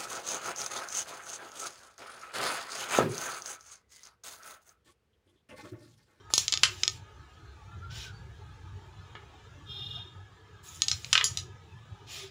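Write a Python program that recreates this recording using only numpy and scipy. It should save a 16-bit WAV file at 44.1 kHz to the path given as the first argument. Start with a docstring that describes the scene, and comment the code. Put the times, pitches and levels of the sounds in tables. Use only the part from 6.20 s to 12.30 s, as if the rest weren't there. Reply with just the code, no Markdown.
"""Carrom discs click against each other and knock on the frame in a small room, over two shots.
Each blow is a sharp pulse with a short ring, board tones, echoes and room sound; some push the board.
Sliding discs hiss as coloured noise, and after each shot a hand drags the striker back.
Traffic rumbles outside in shaped noise, a heavy vehicle drones past, and faint tones glide far off.
A distant horn, made of overtones and raspy noise, sounds once."""
import sys
import numpy as np
from scipy import signal
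from scipy.fft import rfft, irfft
from scipy.io import wavfile
from scipy.ndimage import uniform_filter1d, minimum_filter1d

SR = 44100
rng = np.random.default_rng(int(sys.argv[2]) if len(sys.argv) > 2 else 0)


def persist_wave(psi):
    """Save psi, clipped to +-1, as 16-bit WAV."""
    counts = np.round(np.clip(psi, -1, 1) * 32767).astype(np.int16)
    wavfile.write(sys.argv[1], SR, np.atleast_2d(counts).T)


N = 269086  # length in samples

# room tone and traffic through the walls; colours are relative: hz, level_db (per Hz)
RUMBLE_COLOUR = [(12, -57), (20, -16), (27, -30.5), (41, -20.5), (51, -13.5), (72, -4.5), (93, 5.5),
                 (145, -5), (188, -15), (209, -17.5), (238, -28), (280, -22.5), (330, -41), (430, -57),
                 (730, -120)]
AIR_COLOUR = [(150, -13), (280, 3.5), (450, -2), (620, -3), (900, -1), (1500, -1.5), (2200, -7), (3800, -6),
              (4600, -15), (7400, -16), (10000, -22.5), (16000, -19.5)]
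# slow swell of the traffic, and of the air: time_s, level_db
RUMBLE_LEVEL = [(0, -59), (.75, -51), (1.35, -54.5), (1.85, -48.5), (3.0, -54), (3.65, -52), (4.25, -60),
                (4.9, -49.5), (5.3, -55), (6.1, -53.5)]
AIR_LEVEL = [(0, -60.5), (1.0, -58.5), (2.2, -58.5), (3.1, -57), (3.7, -58), (4.2, -60.5), (5.4, -58.5),
             (6.1, -58.5)]
# hollow resonances of the room's air: centre_hz, width_hz, rise_db
AIR_RESONANCES = [(401, 49, 10.66), (880, 93, 6), (1259, 59, 7.7), (1701, 39, 11)]
# quick random heaving of the rumble
LUMP_DB, LUMPS_PER_S = 3.5, 8.7

# colour of the heavy vehicle's drone, relative: hz, level_db (per Hz)
VEHICLE_COLOUR = [(12, -51), (24, -22), (45, -16.5), (56, -3.5), (66, -0.5), (82, -4), (110, -16),
                  (250, -49.5)]
# nearest moment, time to travel as far as it is away then, and level there
PASS_S, PASS_SPAN_S, PASS_DB = 1.98, 0.47, -52.5

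# faint far tones, levels before a shared trim: start_s, length_s, first_hz, last_hz, level_db
FAR_TONES = [(0, 0.1, 1290, 1253, -59), (.48, 0.077, 370, 363, -52.5), (0.571, 0.17, 359, 387, -57),
             (0.842, 0.094, 1230, 1282, -60), (1.472, 0.078, 1350, 1375, -54),
             (1.612, 0.048, 1340, 1387, -46.5), (1.68, 0.119, 1442, 1644, -53.5),
             (1.807, 0.12, 1640, 1360, -52.5), (1.92, 0.084, 4610, 4610, -61),
             (5.96, 0.12, 404, 378.6, -49.5)]

# a struck disc glides over powder: start_s, length_s, level_db (at the start), bright_share (at the start, 0-1)
FREE_GLIDES = [(0.095, 0.72, -47, 0.86), (0.14, 0.14, -35.5, 0.96), (4.426, 0.84, -48, 0.96),
               (4.837, 0.48, -58, 0.8)]
GLIDE_SAG_DB, GLIDE_DULLING = -3.5, .4  # level change and share of brightness lost as friction brakes the disc
GLIDE_RISE_S, GLIDE_STOP_S = .014, 0.1
# a hand drags the striker back in one swing: start_s, length_s, level_db, bright_share (both at full speed)
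HAND_DRAGS = [(1.696, 0.22, -45.5, 0.36), (5.864, 0.24, -42.5, 0.67)]
# skew under 1: the hand is fastest before mid-swing; friction noise grows as speed to this power
DRAG_SKEW, DRAG_POWER = 0.76, 1.1
# relative colour of the dull and of the bright hiss: hz, level_db
DULL_HISS_COLOUR = [(150, -17.5), (450, -13), (750, -6.5), (1300, -9.5), (2000, -2.5), (3000, 4),
                    (4000, 0.5), (5500, 0.5), (7400, -12), (16000, -18.5)]
BRIGHT_HISS_COLOUR = [(150, -36), (1300, -6.5), (3000, -16.5), (5000, -3), (7000, 8.5), (9000, 3.5),
                      (12000, 5), (16000, 6)]
# the board under a pressed disc: centre_hz, width_hz, rise_db
PRESSED_BOARD_PEAKS = [(3090, 120, 1), (3700, 210, 4.5)]
SLIDE_ROOM_DB = -6  # level of the room's answer to the sliding

# disc meets disc, except the second row, a faint bright swell just before the rattle:
# time_s, pulse_peak_db, brightness_db (per octave), top_hz (of the pulse),
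# ring_db and room_db (both relative to the pulse)
CLICK_ROWS = [(.1379, 5.5, 5, 13900, -14.5, -14), (.1770, -25, 21, 10940, 3.5, 8),
              (.1792, -6, 4.5, 12000, 4.5, -6.5), (.1820, -10, -0.5, 11000, 0.5, -22),
              (.2812, -7.5, 1, 6456, -3, -11.5), (.3240, -11, 4.5, 9150, 4, -17),
              (.3281, -11.5, -3.5, 8000, -2, -3), (.3387, -6.5, -3.5, 8000, -8, -18),
              (.3745, -11.5, -1, 5960, -3, -22), (.6344, -8, -3, 7480, 4.5, -15.5),
              (.6791, -2, 0, 7500, -11.5, -17), (4.6200, -2.5, 0, 8500, -2, -12.5),
              (4.6826, -14, 3.5, 9000, 3, -24), (4.6842, -9, 1.5, 9100, -2.5, -7),
              (4.6980, -26, 15, 14870, -3, -16), (4.7149, -10.5, -1.5, 8400, 4.5, -7),
              (4.8456, -24, -2.5, 5560, 3.5, -25.5), (5.0423, -4.5, 8.5, 14100, 0.5, -0.5),
              (5.1732, -12.5, 1.5, 16700, -1.5, -5)]
# disc meets frame or board: same columns
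FRAME_KNOCKS = [(.1030, -36.5, -13.5, 2500, 2.8, -15), (.4341, 0, 4.5, 11500, 3.7, -6.5),
                (2.9525, -34.5, -3, 3530, 2.2, -1), (4.9298, -1, 6, 8030, 1.1, -10),
                (4.9539, -5.5, 6, 3420, 1.7, -7.5), (4.9777, -7.5, 7, 3670, 2.1, -8),
                (5.0107, -15.5, 3.5, 3220, 5, -7.5)]
# relative colour of the two kinds of blow: hz, level_db
CLICK_COLOUR = [(100, -16), (500, -21), (1000, -15.5), (2000, -7.5), (3000, 4), (4200, 9), (5500, 7),
                (7400, 5), (10000, -5.5), (16000, -8.5)]
KNOCK_COLOUR = [(100, -39), (450, -14), (750, -8), (1000, -3.5), (1280, 3.5), (2000, 0.5), (3100, 3.5),
                (4300, -3), (7000, -7), (10000, -14), (16000, -25)]
# tones of the plywood board and frame, levels before each kind of blow's trim: hz, level_db, t60_s
BOARD_TONES = [(400, -52, .15), (965, -45, 0.067), (1264, -24, 0.095), (1842, -33.5, 0.12),
               (2250, -35, 0.077), (2620, -42.5, .07), (3160, -50, 0.035), (3500, -53.5, .07),
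               (3590, -34, 0.045), (5390, -34.5, 0.053), (6550, -31.5, 0.083), (9670, -20, 0.02)]
# reflections from ceiling and walls: delay_s, level_db
ECHOES = [(0.0145, -25.5), (0.0169, -23), (.0203, -19)]
# time for the room to fade by 60 dB, before stretch and unevenness: hz, t60_s
ROOM_FADE = [(200, 0.19), (1200, 0.26), (3500, 0.18), (7000, 0.2), (15000, 0.13)]

# hard blows also push the whole plywood sheet: time_s, peak_db
BOARD_THUMPS = [(0.137, -20), (0.1794, -25), (0.4325, -28), (.6344, -38), (.6791, -34), (2.9525, -35.5)]
# relative colour of that push: hz, level_db
THUMP_COLOUR = [(60, -28), (150, 0), (300, 0), (700, 1), (1200, 5), (2000, -18.5), (5000, -60)]

# overtones of the horn, levels relative: overtone_number, level_db
HORN_OVERTONES = [(1, -20), (6, -19.5), (7, -6), (8, -5), (9, 4.5), (10, -13.5), (11, -23), (12, -29),
                  (13, -15), (14, -37)]
# relative colour of the horn's rasp: hz, level_db
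RASP_COLOUR = [(2500, -42.0), (3050, -21.0), (3250, 4), (3700, -1.5), (3900, -12.5), (4100, -19),
               (4300, -38), (6000, -26), (9500, -33), (11700, -19), (14000, -30)]
HORN_START_S, HORN_LENGTH_S, HORN_RISE_S, HORN_FADE_S = 3.445, .39, 0.073, 0.098

# uneven treble of the whole sound, falling steeply above 15.5 kHz: hz, level_db
TREBLE_COLOUR = [(7400, 1), (8100, -9), (8800, -5.5), (9700, -4), (10800, -10.5), (13200, -18),
                 (14800, -8.5), (15500, -8.5), (15800, -23.5), (16500, -36)]
CEILING, EDGE_HZ = .87, 16600  # limiter's peak level (full scale is 1), and top of the band


def amp(db):
    """Turns decibels into a gain."""
    return 10 ** (np.asarray(db) / 20)


def evened(x):
    """Scales a signal to an rms (average strength) of 1."""
    return x / np.sqrt(np.mean(x ** 2) + 1e-20)


def read(points, hz):
    """Reads a table between its points, along a log-frequency axis."""
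    f, value = np.transpose(points)
    return np.interp(np.log(hz + 1), np.log(f + 1), value)


def curve(rows):
    """Reads a time table at every sample."""
    return np.interp(np.arange(N) / SR, *np.transpose(rows))


def progress(start, length):
    """Runs from 0 to 1 during an event."""
    return np.clip((np.arange(N) / SR - start) / length, 0, 1)


def gate(start, length, rise_s, fade_s):
    """Gives a smooth rise, hold and fade at every sample."""
    t = np.arange(N) / SR - start
    rise = np.sin(np.pi / 2 * np.clip(t / rise_s, 0, 1))
    fade = np.sin(np.pi / 2 * np.clip((length - t) / fade_s, 0, 1))
    return (rise * fade) ** 2


def add(mix, s, sound):
    """Mixes a sound in at time s."""
    part = mix[round(s * SR):][:len(sound)]
    part += sound[:len(part)]


def causal(db, size=4096):
    """Makes the sharpest pulse whose spectrum has these levels."""
    log_gain = np.log(amp(np.r_[db, db[-2:0:-1]]))
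    spectrum = np.exp(np.conj(signal.hilbert(log_gain)))
    return irfft(spectrum[:len(db)])[:size // 2]


def ripple(hz, spacing_hz):
    """Draws random peaks and dips along frequency, as standing waves make them."""
    knots = np.arange(0, SR / 2, spacing_hz)
    return np.interp(hz, knots, rng.standard_normal(len(knots)))


def noise(points, peaks=(), ripple_db=0):
    """Makes noise of a given colour, with optional resonances and standing waves."""
    hz = np.fft.rfftfreq(N, 1 / SR)
    db = read(points, hz)
    for centre_hz, width_hz, rise_db in peaks:
        db += rise_db * np.exp(-.5 * ((hz - centre_hz) / width_hz) ** 2)
    db += ripple_db * ripple(hz, 45)
    return evened(irfft(rfft(rng.standard_normal(N)) * amp(db), N))


def wander(rate):
    """Makes a smooth random curve of rms 1 that changes about rate times a second."""
    hz = np.fft.rfftfreq(N, 1 / SR)
    return evened(irfft(rfft(rng.standard_normal(N)) * np.exp(-(hz / rate) ** 2), N))


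def patchy(x, depth_db, size=2048, count=7):
    """Lets narrow bands swell and fade on their own, as mingled far sounds do."""
    overlap = size * 3 // 4
    bands = signal.stft(x, nperseg=size, noverlap=overlap)[2]
    # smooth the random patches along time, then along frequency
    patches = uniform_filter1d(rng.standard_normal(bands.shape), count, axis=1)
    patches = evened(uniform_filter1d(patches, count // 2, axis=0))
    varied = signal.istft(bands * amp(depth_db * patches), nperseg=size, noverlap=overlap)[1]
    return evened(varied[:N])


def room(x, stretch=1, size=1024, uneven=.04):
    """Adds up a room's fading reflections (energy 1); some frequencies outlast the rest."""
    hz, t, bands = signal.stft(rng.standard_normal(SR), SR, nperseg=size)
    t60 = stretch * read(ROOM_FADE, hz) * np.exp(uneven * ripple(hz, 50))
    tail = signal.istft(bands * amp(-60 * t / t60[:, None]), SR, nperseg=size)[1]
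    tail *= 1 - np.exp(-np.arange(len(tail)) / SR / .003)  # reflections build up over a few ms
    return signal.fftconvolve(x, tail / np.linalg.norm(tail))[:N]


def background(hiss_db=-79):
    """Lumpy traffic rumble, the hollow shifting air of the room, and a steady faint hiss."""
    rumble = noise(RUMBLE_COLOUR) * amp(curve(RUMBLE_LEVEL) + LUMP_DB * wander(LUMPS_PER_S))
    air = patchy(noise(AIR_COLOUR, AIR_RESONANCES, ripple_db=1.5), depth_db=5.0) * amp(curve(AIR_LEVEL))
    return rumble + air + amp(hiss_db) * rng.standard_normal(N)


def passing_vehicle():
    """A deep drone whose strength goes as one over the distance."""
    distance = np.hypot(1, (np.arange(N) / SR - PASS_S) / PASS_SPAN_S)
    return noise(VEHICLE_COLOUR) * amp(PASS_DB) / distance


def far_tones(waver=.014, trim_db=-2):
    """Thin wavering tones that swell and fade, each followed by its reflections in the room."""
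    out = np.zeros(N)
    wobble = 1 + waver * wander(90)
    for start, length, first_hz, last_hz, db in FAR_TONES:
        along = progress(start, length)
        pitch_hz = (first_hz + (last_hz - first_hz) * along) * wobble
        turns = np.cumsum(pitch_hz) / SR
        out += amp(db + trim_db) * np.sin(np.pi * along) * np.sin(2 * np.pi * turns)
    return out + room(out)


def sliding(grain_db=1.1, uneven_db=1.4):
    """Discs hiss over powder grains, louder and brighter the faster they move."""
    gains, shares = [], []
    for start, length, db, share in FREE_GLIDES:  # sudden start, then steady braking
        braked = progress(start, length)
        gains.append(amp(db + GLIDE_SAG_DB * braked) * gate(start, length, GLIDE_RISE_S, GLIDE_STOP_S))
        shares.append(share * (1 - GLIDE_DULLING * braked))
    for start, length, db, share in HAND_DRAGS:  # the hand speeds up and slows down
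        speed = abs(np.sin(np.pi * progress(start, length) ** DRAG_SKEW))
        gains.append(amp(db) * speed ** DRAG_POWER)
        shares.append(share * speed)
    power = np.array(gains) ** 2
    share = np.clip(shares, 0, 1)
    dull_gain = np.sqrt((power * (1 - share)).sum(0))
    bright_gain = np.sqrt((power * share).sum(0))
    dull = dull_gain * patchy(noise(DULL_HISS_COLOUR, PRESSED_BOARD_PEAKS), depth_db=2.5, size=512)
    bright = bright_gain * patchy(noise(BRIGHT_HISS_COLOUR, ripple_db=-0.5), depth_db=5, size=512)
    hiss = (dull + bright) * amp(grain_db * wander(500) + uneven_db * wander(36))
    return hiss + amp(SLIDE_ROOM_DB) * room(hiss)


def blows(rows, colour, ring_s, board_db, size=4096, bounce_s=0.0002, order=3):
    """Each row is one sharp pulse, a few ms of dense ringing, and the longer tones of the board."""
    hz, t = np.fft.rfftfreq(size, 1 / SR), np.arange(SR // 4) / SR
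    octaves = np.log2(np.clip(hz, 900, 12000) / 4000)  # brightness tilts around 4000 Hz
    out = np.zeros(N)
    for s, db, bright, top_hz, ring_db, room_db in rows:
        # a softer, longer contact cannot excite the highest frequencies
        softness_db = 10 * np.log10(1 + (hz / top_hz) ** (2 * order))
        pulse = causal(read(colour, hz) + bright * octaves - softness_db)
        # the ringing builds up once the wave has crossed the disc and come back
        build_up = 1 - np.exp(-(t / bounce_s) ** 4)
        ring = rng.choice([-1., 1.], len(t)) * np.exp(-t / ring_s) * build_up
        body = amp(ring_db) * ring / np.linalg.norm(ring)
        for f, tone_db, t60 in BOARD_TONES:
            sign = rng.choice([-1, 1])  # the place of the blow sets each tone's sign
            body += sign * amp(board_db + tone_db - 60 * t / t60) * np.sin(2 * np.pi * f * t)
        body[0] += 1  # the direct pulse
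        sound = amp(db) * signal.fftconvolve(body, pulse / abs(pulse).max())
        add(out, s, sound)
        for delay, echo_db in ECHOES:
            add(out, s + delay, amp(echo_db) * sound)
        add(out, s, amp(room_db) * room(sound))  # each spot on the board stirs the room differently
    return out


def thumps(size=4096):
    """A hard blow gives the whole playing surface a short dull push."""
    pulse = causal(read(THUMP_COLOUR, np.fft.rfftfreq(size, 1 / SR)))
    out = np.zeros(N)
    for s, db in BOARD_THUMPS:
        add(out, s, amp(db) * pulse / abs(pulse).max())
    return out


def horn(pitch_hz=406.7, jitter=0.00606, rasp_db=-6.0, level_db=-46):
    """A buzzing diaphragm with a rasp at its resonance, smeared by the street."""
    turns = np.cumsum(pitch_hz * (1 + jitter * wander(56.3))) / SR
    buzz = evened(sum(amp(db) * np.cos(2 * np.pi * round(k) * turns) for k, db in HORN_OVERTONES))
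    press = gate(HORN_START_S, HORN_LENGTH_S, HORN_RISE_S, HORN_FADE_S)
    sound = (buzz + amp(rasp_db) * noise(RASP_COLOUR)) * amp(level_db) * press
    return sound + room(sound, stretch=2.64)


def scene(side_db=-16):
    """Puts all sources in the middle; only the treble of the blows has a little width."""
    clicks = blows(CLICK_ROWS, CLICK_COLOUR, ring_s=0.002, board_db=-8.5)
    knocks = blows(FRAME_KNOCKS, KNOCK_COLOUR, ring_s=0.0046, board_db=-12.5)
    hits = clicks + knocks
    mid = background() + passing_vehicle() + far_tones() + sliding() + hits + thumps() + horn()
    highpass = signal.butter(8, 4800, "highpass", fs=SR, output="sos")
    treble = signal.sosfiltfilt(highpass, hits)
    side = amp(side_db) * signal.hilbert(treble).imag  # a quarter turn out of step
    return np.array([mid + side, mid - side])


def record(dry, size=4096, count=89):
    """Applies the uneven treble of the whole sound, a fast peak limiter, then the band limit."""
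    colour = causal(read(TREBLE_COLOUR, np.fft.rfftfreq(size, 1 / SR)))
    heard = signal.oaconvolve(dry, colour[None], axes=1)[:, :N]
    allowed = CEILING / np.maximum(abs(heard).max(0), CEILING)
    # hold each dip for count samples and smooth it
    limited = heard * uniform_filter1d(minimum_filter1d(allowed, count), count)
    lowpass = signal.firwin(511, EDGE_HZ, window=("kaiser", 9), fs=SR)
    return signal.oaconvolve(limited, lowpass[None], "same")


dry = scene()
out = record(dry)
persist_wave(out)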